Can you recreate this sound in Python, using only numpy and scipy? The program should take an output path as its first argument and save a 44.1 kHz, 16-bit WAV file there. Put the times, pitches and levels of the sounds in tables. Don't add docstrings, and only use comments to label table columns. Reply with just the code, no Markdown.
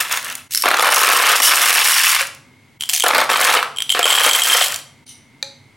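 import sys
import numpy as np
from scipy import signal
from scipy.fft import rfft, irfft, next_fast_len
from scipy.io import wavfile
from scipy.ndimage import uniform_filter1d, minimum_filter1d, map_coordinates

SR = 44100
rng = np.random.default_rng(int(sys.argv[2]) if len(sys.argv) > 2 else 0)


def output_pcm(signal):
    pcm = np.clip(np.atleast_2d(signal).T, -1, 1) * 32767
    wavfile.write(sys.argv[1], SR, np.round(pcm).astype(np.int16))


N = 254015
TIME_S = np.arange(N) / SR

# (time [s], length [s], level [dB])
STIRS = [(0.0, 0.006, -17.5), (0.05, .06, -31.5), (0.108, .07, -23.5), (0.225, 0.095, -32),
         (0.365, 0.026, -41)]
# (time [s], slide length [s], slide level [dB], wall rattle level [dB],
# delay to landing [s], landing length [s], landing level [dB])
SURGES_A = [(0.505, 0.11, -24.5, -40, 0.13, .15, -16), (0.8, 0.18, -23.5, -27.5, 0.024, 0.12, -15.5),
            (0.929, .16, -19, -32, .03, 0.19, -14), (1.1, 0.28, -20, -31.5, 0.068, .2, -15.5),
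            (1.414, 0.067, -12, -17, .012, 0.11, -16), (1.53, 0.34, -19, -26, 0.036, .25, -16),
            (1.838, 0.3, -17.5, -23.5, 0.0048, 0.37, -19.5)]
SURGES_B = [(2.794, 0.039, -34, -37, .243, .07, -19), (2.889, 0.078, -19, -26, .243, .09, -14.5),
            (3.29, 0.18, -27.5, -25, 0.0021, .12, -17.5), (3.39, 0.16, -23.5, -32, .03, 0.16, -15.5),
            (3.893, 0.021, -21.5, -32.5, .057, 0.057, -20), (4.055, .12, -22, -19.5, .002, .09, -21),
            (4.17, .14, -20.5, -22.5, .005, 0.11, -15), (4.32, 0.072, -20, -27, .02, .06, -22.5),
            (4.43, 0.23, -18.5, -23.5, 0.018, .175, -20.5), (4.665, 0.081, -34, -35, .015, .07, -31.5)]
# (time [s], force [dB], glass click re force [dB], floor thud re force [dB])
DROPS = [(0.638, -15, -15, -30), (0.657, 0.5, -13.5, -26), (0.686, -3.5, -10.5, -28.5),
         (0.713, -6, -21, -16), (0.743, -2.5, -16, -23), (0.773, -12.5, -22, -21), (0.795, -2, -11, -25),
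         (0.807, -8.5, -12.5, -14), (0.825, -3.5, -12.5, -5.5), (0.845, -9, -19.5, -19.5),
         (0.87, -6, -17.5, -9), (0.922, -7.5, -3.5, -10.5), (1.316, -1.5, -9, -21.5), (1.401, 0, -8, -19.5),
         (2.16, -18, -10, -20), (2.209, -14.5, -3, -17), (2.233, -20, -14, -28), (3.038, -3.5, -6, -14),
         (3.063, 0, -12.5, -18), (3.088, -8, -16, -18), (3.11, -4.5, -22, -17.5), (3.148, 0, -10.5, -15.5),
         (3.181, -2, -9.5, -15), (3.214, -8, -11, -12.5), (3.292, -9, -24, -14.5), (3.3, -5, -16, -31.5),
         (3.32, -11, -24.5, -21.5), (3.499, -9.5, -20.5, -14.5), (3.55, -5.5, -11.5, -21.5),
         (3.628, -5, -16.5, -23.5), (3.949, -7.5, -21.5, -11), (3.964, -11.5, -16, -16),
         (3.992, -4, -8.5, -5), (4.055, -2.5, -8, -10.5), (4.263, -0.5, -8.5, -12.5),
         (4.548, 2.5, -11, -15), (4.611, 6, -23, -21)]
# (time [s], force [dB])
CLINKS_B = [(2.8088, -9.5), (2.8225, -11), (2.8366, -12), (2.8961, -3.5), (2.9617, -13), (3.0053, -4),
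            (3.0227, 0), (3.762, -22), (3.7709, -15), (3.7851, -9), (3.8041, -11), (3.8213, -9.5),
            (3.894, -7), (3.902, 6.5), (3.9233, -5), (4.0293, -4), (4.0421, 4.5), (4.1035, 3.5),
            (4.1264, 3), (4.152, -6), (4.1855, -0.5), (4.2351, -6), (4.263, -2.5), (4.2958, -7),
            (4.3117, -4), (4.3343, -6), (4.3494, 11), (4.4192, 2.5), (4.4987, -1.5), (4.5304, 9.5),
            (4.6239, 0)]
EMPTY_JAR_HZ = 546


def amp(db):
    return 10 ** (np.asarray(db) / 20)


def unit(x):
    return x / np.sqrt(np.mean(x ** 2) + 1e-20)


def along(points, hz):
    point_hz, values = np.transpose(points)
    return np.interp(np.log(hz + 1), np.log(point_hz), values)


def filtered(x, response):
    m = next_fast_len(N + SR // 2)
    gain = response(np.fft.rfftfreq(m, 1 / SR))
    return irfft(rfft(x, m) * gain, m)[..., :N]


def rings(modes, detune, scatter_db, crack_db, low_hz, crack_t60_s=.004, attack_s=.00014, count=48):
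    t = np.arange(int(SR * max(m[2] for m in modes))) / SR
    noise = rng.standard_normal((count, SR // 2))[:, :len(t)]
    waves = amp(crack_db - 60 * t / crack_t60_s) * noise
    for hz, db, t60_s in modes:
        shift, weight, side = rng.standard_normal((3, count, 1))
        pitch_hz = np.minimum(hz * np.exp(detune * shift), SR / 2)
        decay = amp(db + scatter_db * weight - 60 * t / t60_s)
        waves = waves + np.sign(side) * decay * np.sin(2 * np.pi * pitch_hz * t)
    waves = waves * (1 - np.exp(-t / attack_s))
    waves = signal.sosfilt(signal.butter(3, low_hz, "high", fs=SR, output="sos"), waves)
    waves = waves / np.linalg.norm(waves, axis=1, keepdims=True)
    return waves / np.abs(waves).max(axis=1).mean()


def two_edged(waves, lag_scale_s, second_db, pad=300):
    lags = (lag_scale_s * SR * (.2 + rng.random(len(waves)))).astype(int).clip(0, pad)
    padded = np.pad(waves, ((0, 0), (0, pad)))
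    return np.array([w + amp(second_db) * np.roll(w, lag) for w, lag in zip(padded, lags)])


def strike(times_s, gains, waves):
    pick = (rng.random(len(times_s)) * len(waves)).astype(int)
    starts = np.round(np.asarray(times_s) * SR).astype(int).clip(0)
    at = starts[:, None] + np.arange(waves.shape[1])
    struck = waves[pick] * np.asarray(gains)[:, None]
    return np.bincount(at.ravel(), struck.ravel(), N)[:N]


def hits(rows, waves):
    times_s, force_db = np.transpose(rows)[:2]
    return strike(times_s, amp(np.minimum(force_db, 2)), waves)


def stream(rate_per_s, waves, spread_db, size=6000):
    slip, force = rng.random(size), rng.standard_normal(size)
    passed = np.cumsum(rate_per_s) / SR
    turn = np.arange(size) + 2 * slip
    live = turn < passed[-1]
    times_s = np.interp(turn[live], passed, TIME_S)
    x = strike(times_s, amp(spread_db * force[live]), waves)
    power = uniform_filter1d(uniform_filter1d(x ** 2, size=1500), size=1500)
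    return x / np.sqrt(np.abs(power) + 1e-9)


def wobble(knots_per_s):
    return map_coordinates(rng.standard_normal(2000), [knots_per_s * TIME_S], mode="wrap")


def envelope(rows, rise_s, sag_db_per_s, stop_db_per_s):
    power = np.zeros(N)
    for start_s, length_s, db in rows:
        age_s = (TIME_S - start_s).clip(0)
        level_db = db - sag_db_per_s * age_s - stop_db_per_s * (age_s - length_s).clip(0)
        power += ((age_s / rise_s).clip(0, 1) * amp(level_db)) ** 2
    return np.sqrt(power)


def slide(rows):
    return envelope(rows, rise_s=.016, sag_db_per_s=6, stop_db_per_s=330.5)


def land(rows):
    return envelope(rows, rise_s=.0017, sag_db_per_s=2.5, stop_db_per_s=371)


def landings(surges):
    return [(s + delay_s, length_s, db) for s, _, _, _, delay_s, length_s, db in surges]


def slides(surges):
    return [(s, length_s, db) for s, length_s, db, *_ in surges]


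def covered():
    stir_cover, fill_s, fill_power = .75, 1.2, 1.2
    cover = np.full(N, stir_cover)
    for surges in (SURGES_A, SURGES_B):
        landed_s = sum((TIME_S - s).clip(0, length_s) for s, length_s, _ in landings(surges))
        cover = np.where(TIME_S < surges[0][0], cover, (landed_s / fill_s) ** fill_power)
    return cover.clip(0, 1)


def background():
    # (frequency [Hz], relative density [dB per Hz])
    air_spectrum = [(25, -16), (65, -20), (100, -2.5), (150, -8), (300, -8), (480, -18.5), (1500, -24),
                    (3000, -23), (5500, -34.5), (10000, -36.5), (16000, -43)]
    # (centre [Hz], full width at half amplitude [Hz], level [dB])
    drones = [(101, 10, -59), (137, 22, -55), (245, 39, -57.5), (913.9, 87, -69), (2140.3, 210, -57)]

    def air():
        return unit(filtered(rng.standard_normal(N), lambda hz: amp(along(air_spectrum, hz))))

    def drone(centre_hz, width_hz):
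        noise = rng.standard_normal(N)
        return unit(filtered(noise, lambda hz: 1 / (1 + ((hz - centre_hz) / width_hz * 2) ** 2)))

    hum = sum(amp(db) * drone(hz, width_hz) for hz, width_hz, db in drones)
    mid = amp(-52.5) * air() + hum
    side = amp(-61) * air()
    return np.array([mid + side, mid - side])


def tub(rate_per_s, cover):
    # (frequency [Hz], level [dB], t60 [s])
    plastic_modes = [(240, -15.5, 0.03), (490, -12.5, 0.024), (719, -3, 0.011), (870, -7.5, 0.013),
                     (1235, 4, 0.013), (1584, 3, 0.0089), (2283, 2.5, 0.01), (3555, 6, 0.0029)]
    # (frequency [Hz], level [dB], t60 [s])
    heap_modes = [(718, -13.5, 0.0042), (1136, -5, 0.014), (1650, -3, 0.017), (2028, -2.5, 0.017),
                  (2530, 5, 0.011), (3430, -11, 0.033), (4830, 3.5, 0.0027)]
    plastic = rings(plastic_modes, detune=.11, scatter_db=3, crack_db=-16, low_hz=310,
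                    crack_t60_s=.008, attack_s=.0002)
    plastic = two_edged(plastic, lag_scale_s=.003013, second_db=-3.5)
    heap = rings(heap_modes, detune=.11, scatter_db=3, crack_db=-9, low_hz=600,
                 crack_t60_s=.006, attack_s=.0002)
    knocks = stream(.6 * rate_per_s, plastic, spread_db=4.5)
    clacks = stream(.75 * rate_per_s, heap, spread_db=5.5)
    clumps = amp(1.5 * wobble(30))
    landing = land(STIRS + landings(SURGES_A) + landings(SURGES_B)) * clumps
    on_plastic = amp(-.5) * landing * knocks + amp(1.5) * hits(DROPS, plastic)
    on_heap = amp(2) * landing * clacks + amp(5) * hits(DROPS, heap)
    return np.sqrt(1 - cover) * on_plastic + np.sqrt(cover) * on_heap


def tiles(rate_per_s, cover):
    # (frequency [Hz], level [dB], t60 [s])
    tile_modes = [(2470, -5.5, 0.0068), (4280, -14.5, 0.0011), (5850, 0, 0.0069), (8450, 2, 0.0013),
                  (10190, 6, 0.0036), (15600, 0.5, 0.00043)]
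    # (frequency [Hz], level [dB], t60 [s])
    edge_modes = [(11400, 2, .003), (13600, 0.5, .003)]
    # (time [s], force [dB])
    sharp_clicks = [(0.1259, -1), (0.1728, -4.5), (0.246, -9.5), (0.2996, -11.5), (0.3255, -14.5),
                    (0.3531, -6), (0.5362, -6), (0.548, 5.5), (0.569, -9), (0.5763, -3.5), (0.622, 0),
                    (0.7696, -5), (1.3703, -11), (1.3786, -25), (2.1165, 15.5), (2.1494, -3), (2.1897, -14),
                    (2.2154, -4.5), (2.2707, -14), (2.3486, -23), (2.891, -1), (2.9367, 2.5), (2.9625, -1),
                    (2.9987, -1), (3.0825, 4), (3.4126, 4.5), (3.8221, -7), (4.4359, 3), (4.6503, -18),
                    (4.6677, -8.5), (4.722, -5.5), (4.7429, -4), (4.7603, -6.5), (4.789, -15.5)]
    glass = rings(tile_modes, detune=.16, scatter_db=.5, crack_db=7, low_hz=1790,
                  crack_t60_s=.013, attack_s=.000082)
    glass = two_edged(glass, lag_scale_s=.0012, second_db=-7.5)
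    edges = rings(edge_modes, detune=.051, scatter_db=2, crack_db=-6.5, low_hz=6000, attack_s=.0001)
    bursts = amp(2.5 * wobble(110))
    bare_click_db, heap_click_db = -17, -5.5
    click_db = bare_click_db + (heap_click_db - bare_click_db) * cover
    surges = SURGES_A + SURGES_B
    in_jar = slide(slides(surges))
    in_tub = amp(-2.5) * land(STIRS) + amp(click_db) * land(landings(surges))
    clicks = stream(.9 * rate_per_s, glass, spread_db=6.3)
    ticks = stream(.3 * rate_per_s, edges, spread_db=7.5)
    sliding = np.hypot(in_jar, in_tub) * bursts * (clicks + amp(-9) * ticks)
    dropped = hits([(s, db + glass_db) for s, db, glass_db, _ in DROPS], glass)
    return sliding + amp(10.5) * dropped + amp(-1.5) * hits(sharp_clicks, glass)


def room(x, side_db):
    # (frequency [Hz], t60 [s])
    decay_t60 = [(200, 0.67), (800, 0.52), (2000, 0.39), (3200, 0.42), (5500, 0.43), (11000, 0.36),
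                 (16000, 0.17)]
    hz, t, z = signal.stft(rng.standard_normal((2, SR * 2 // 3)), SR, nperseg=256)
    decay = amp(-60 * t / along(decay_t60, hz)[:, None]) * (1 - np.exp(-t / .00067))
    tail = signal.istft(z * decay, SR, nperseg=256)[1]
    tail = tail / np.linalg.norm(tail[0])
    mid, side = signal.fftconvolve(x[None], tail, axes=1)[:, :N]
    return np.array([mid + amp(side_db) * side, mid - amp(side_db) * side])


def jars(rate_per_s, cover):
    # (frequency [Hz], level [dB], t60 [s])
    first_modes = [(2950, -1, .04), (5450, -1, .014), (9080, -5, .016), (11050, -3, .012), (11540, -6, .02)]
    # (frequency [Hz], level [dB], t60 [s])
    second_modes = [(769, -37.5, 0.11), (2450, -7, 0.0072), (2880, -11.5, 0.021), (3180, 3, 0.022),
                    (7470, -6.5, 0.0089), (7970, -12, 0.024), (10130, -10, 0.016)]
    # (time [s], force [dB])
    first_clinks = [(0.557, -6.5), (0.574, -1), (0.622, -4.5), (1.458, 0.5), (1.48, -4)]
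    first = rings(first_modes, detune=.018, scatter_db=3, crack_db=-3, low_hz=2000,
                  crack_t60_s=.007, attack_s=.0002)
    first_loaded = rings(first_modes[1:], detune=.018, scatter_db=2, crack_db=-5, low_hz=2000,
                         crack_t60_s=.007, attack_s=.0002)
    second = rings(second_modes, detune=.006, scatter_db=2, crack_db=-5, low_hz=550,
                   crack_t60_s=.007, attack_s=.0002)
    damped_modes = [(hz, db, t60_s * .5) for hz, db, t60_s in second_modes]
    second_loaded = rings(damped_modes, detune=.028, scatter_db=-.5, crack_db=-2.5, low_hz=1000,
                          crack_t60_s=.007, attack_s=.00015)

    def on_wall(surges):
        return slide([(s, length_s, wall_db) for s, length_s, _, wall_db, *_ in surges])

    rattle_a = on_wall(SURGES_A) * stream(.2 * rate_per_s, first, spread_db=5)
    rattle_b = on_wall(SURGES_B) * stream(.2 * rate_per_s, second, spread_db=5)
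    free_at_cover = .34
    free = (cover / free_at_cover).clip(0, 1) ** 2
    free_clinks = amp(3.5) * np.sqrt(free) * hits(CLINKS_B, second)
    loaded_clinks = amp(3) * np.sqrt(1 - free) * hits(CLINKS_B, second_loaded)
    first_jar = amp(2.5) * rattle_a + amp(2) * hits(first_clinks, first_loaded)
    return first_jar + rattle_b + free_clinks + loaded_clinks


def thuds():
    # (frequency [Hz], level [dB], t60 [s])
    floor_modes = [(574, 0, 0.026), (693, -1, 0.053)]
    floor = rings(floor_modes, detune=.091, scatter_db=2, crack_db=-19.5, low_hz=364, attack_s=.00027)
    return hits([(s, db + thud_db) for s, db, _, thud_db in DROPS], floor)


def emptied(cover):
    # (time [s], force [dB])
    air_knocks = [(2.21, -27)]
    sing = rings([(3166, 0, .48)], detune=.002, scatter_db=1, crack_db=-40, low_hz=1000)
    air = rings([(EMPTY_JAR_HZ, 0, .14)], detune=.0033, scatter_db=1, crack_db=-30, low_hz=300,
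                attack_s=.0007)
    return amp(-24.5) * cover * hits(CLINKS_B, sing) + hits(air_knocks, air)


def hollow(rate_per_s, cover):
    full_jar_hz = 742

    def air(hz):
        waves = rings([(hz, 0, .08)], detune=.025, scatter_db=1, crack_db=-30, low_hz=350, attack_s=.001)
        return stream(.3 * rate_per_s, waves, spread_db=3)

    resonance = np.sqrt(1 - cover) * air(full_jar_hz) + np.sqrt(cover) * air(EMPTY_JAR_HZ)
    return amp(-24.5) * slide(slides(SURGES_B)) * resonance


def shimmer():
    # (frequency [Hz], level [dB], t60 [s])
    shimmer_modes = [(3050, -4.5, .02), (3830, 2.5, 0.0037), (4980, -2, 0.0032), (6030, -4.5, 0.016),
                     (7400, -5.5, 0.0027), (9420, 4, 0.0051)]
    # (time [s], force [dB])
    tail_starts = [(5.062, -16.5), (5.075, -15), (5.088, -11)]
    glass = rings(shimmer_modes, detune=.017, scatter_db=-.5, crack_db=-5, low_hz=2410, crack_t60_s=.0086)
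    return hits(tail_starts, glass)


def lid():
    # (frequency [Hz], level [dB], t60 [s])
    lid_modes = [(547, -17.5, 0.26), (832, -25.5, .15), (1400, -12, 0.005), (1820, -13, 0.025),
                 (2410, -5, 0.037), (3830, 0.5, 0.012), (4300, 4.5, 0.0073), (4830, 0, 0.007),
                 (6096, -2.5, 0.009), (7300, -4, .005), (10260, -15.5, .01)]
    # (time [s], force [dB])
    taps = [(5.427, -5)]
    metal = rings(lid_modes, detune=.004, scatter_db=2, crack_db=-17.5, low_hz=351.5,
                  crack_t60_s=.026, attack_s=.00015)
    return amp(-.5) * hits(taps, metal)


def scene():
    dip_times = [.487, 2.787, 5.052]
    cover = covered()
    bare_per_s, heap_per_s = 320, 850
    rate_per_s = bare_per_s + (heap_per_s - bare_per_s) * cover
    close = tub(rate_per_s, cover) + tiles(rate_per_s, cover) + jars(rate_per_s, cover)
    close = close + thuds() + emptied(cover) + hollow(rate_per_s, cover) + lid()
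    sound = close + amp(-9) * room(close + shimmer(), side_db=-13) + background()
    dips = [1 - .85 * np.exp(-((TIME_S - s) / .009) ** 2) for s in dip_times]
    return sound * np.prod(dips, axis=0)


def bass_duck(x):
    threshold_db, slope_db_per_db, corner_hz = -22, 3.5, 220
    treble = filtered(x.mean(axis=0), lambda hz: hz > 5000)
    treble_db = 10 * np.log10(np.abs(uniform_filter1d(treble ** 2, size=9000)) + 1e-12)
    gain = amp(-slope_db_per_db * (treble_db - threshold_db).clip(0))
    bass = filtered(x, lambda hz: 1 / (1 + (hz / corner_hz) ** 4))
    return x - (1 - gain) * bass


def limiter(x):
    needed = np.minimum(1, .9 / (np.abs(x).max(axis=0) + 1e-9))
    return x * uniform_filter1d(minimum_filter1d(needed, size=101), size=101)


def record(dry):
    # (frequency [Hz], gain [dB])
    mic_response = [(100, -2.5), (300, -2.5), (700, 0), (1400, 1), (2800, -1.5), (4500, 2), (7500, 2.5),
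                    (11500, 0), (14000, -4), (15900, -2)]
    top_hz = 15950
    x = filtered(dry, lambda hz: amp(along(mic_response, hz)))
    x = limiter(bass_duck(x))
    return filtered(x, lambda hz: hz < top_hz)


dry = scene()
out = record(dry)
output_pcm(out)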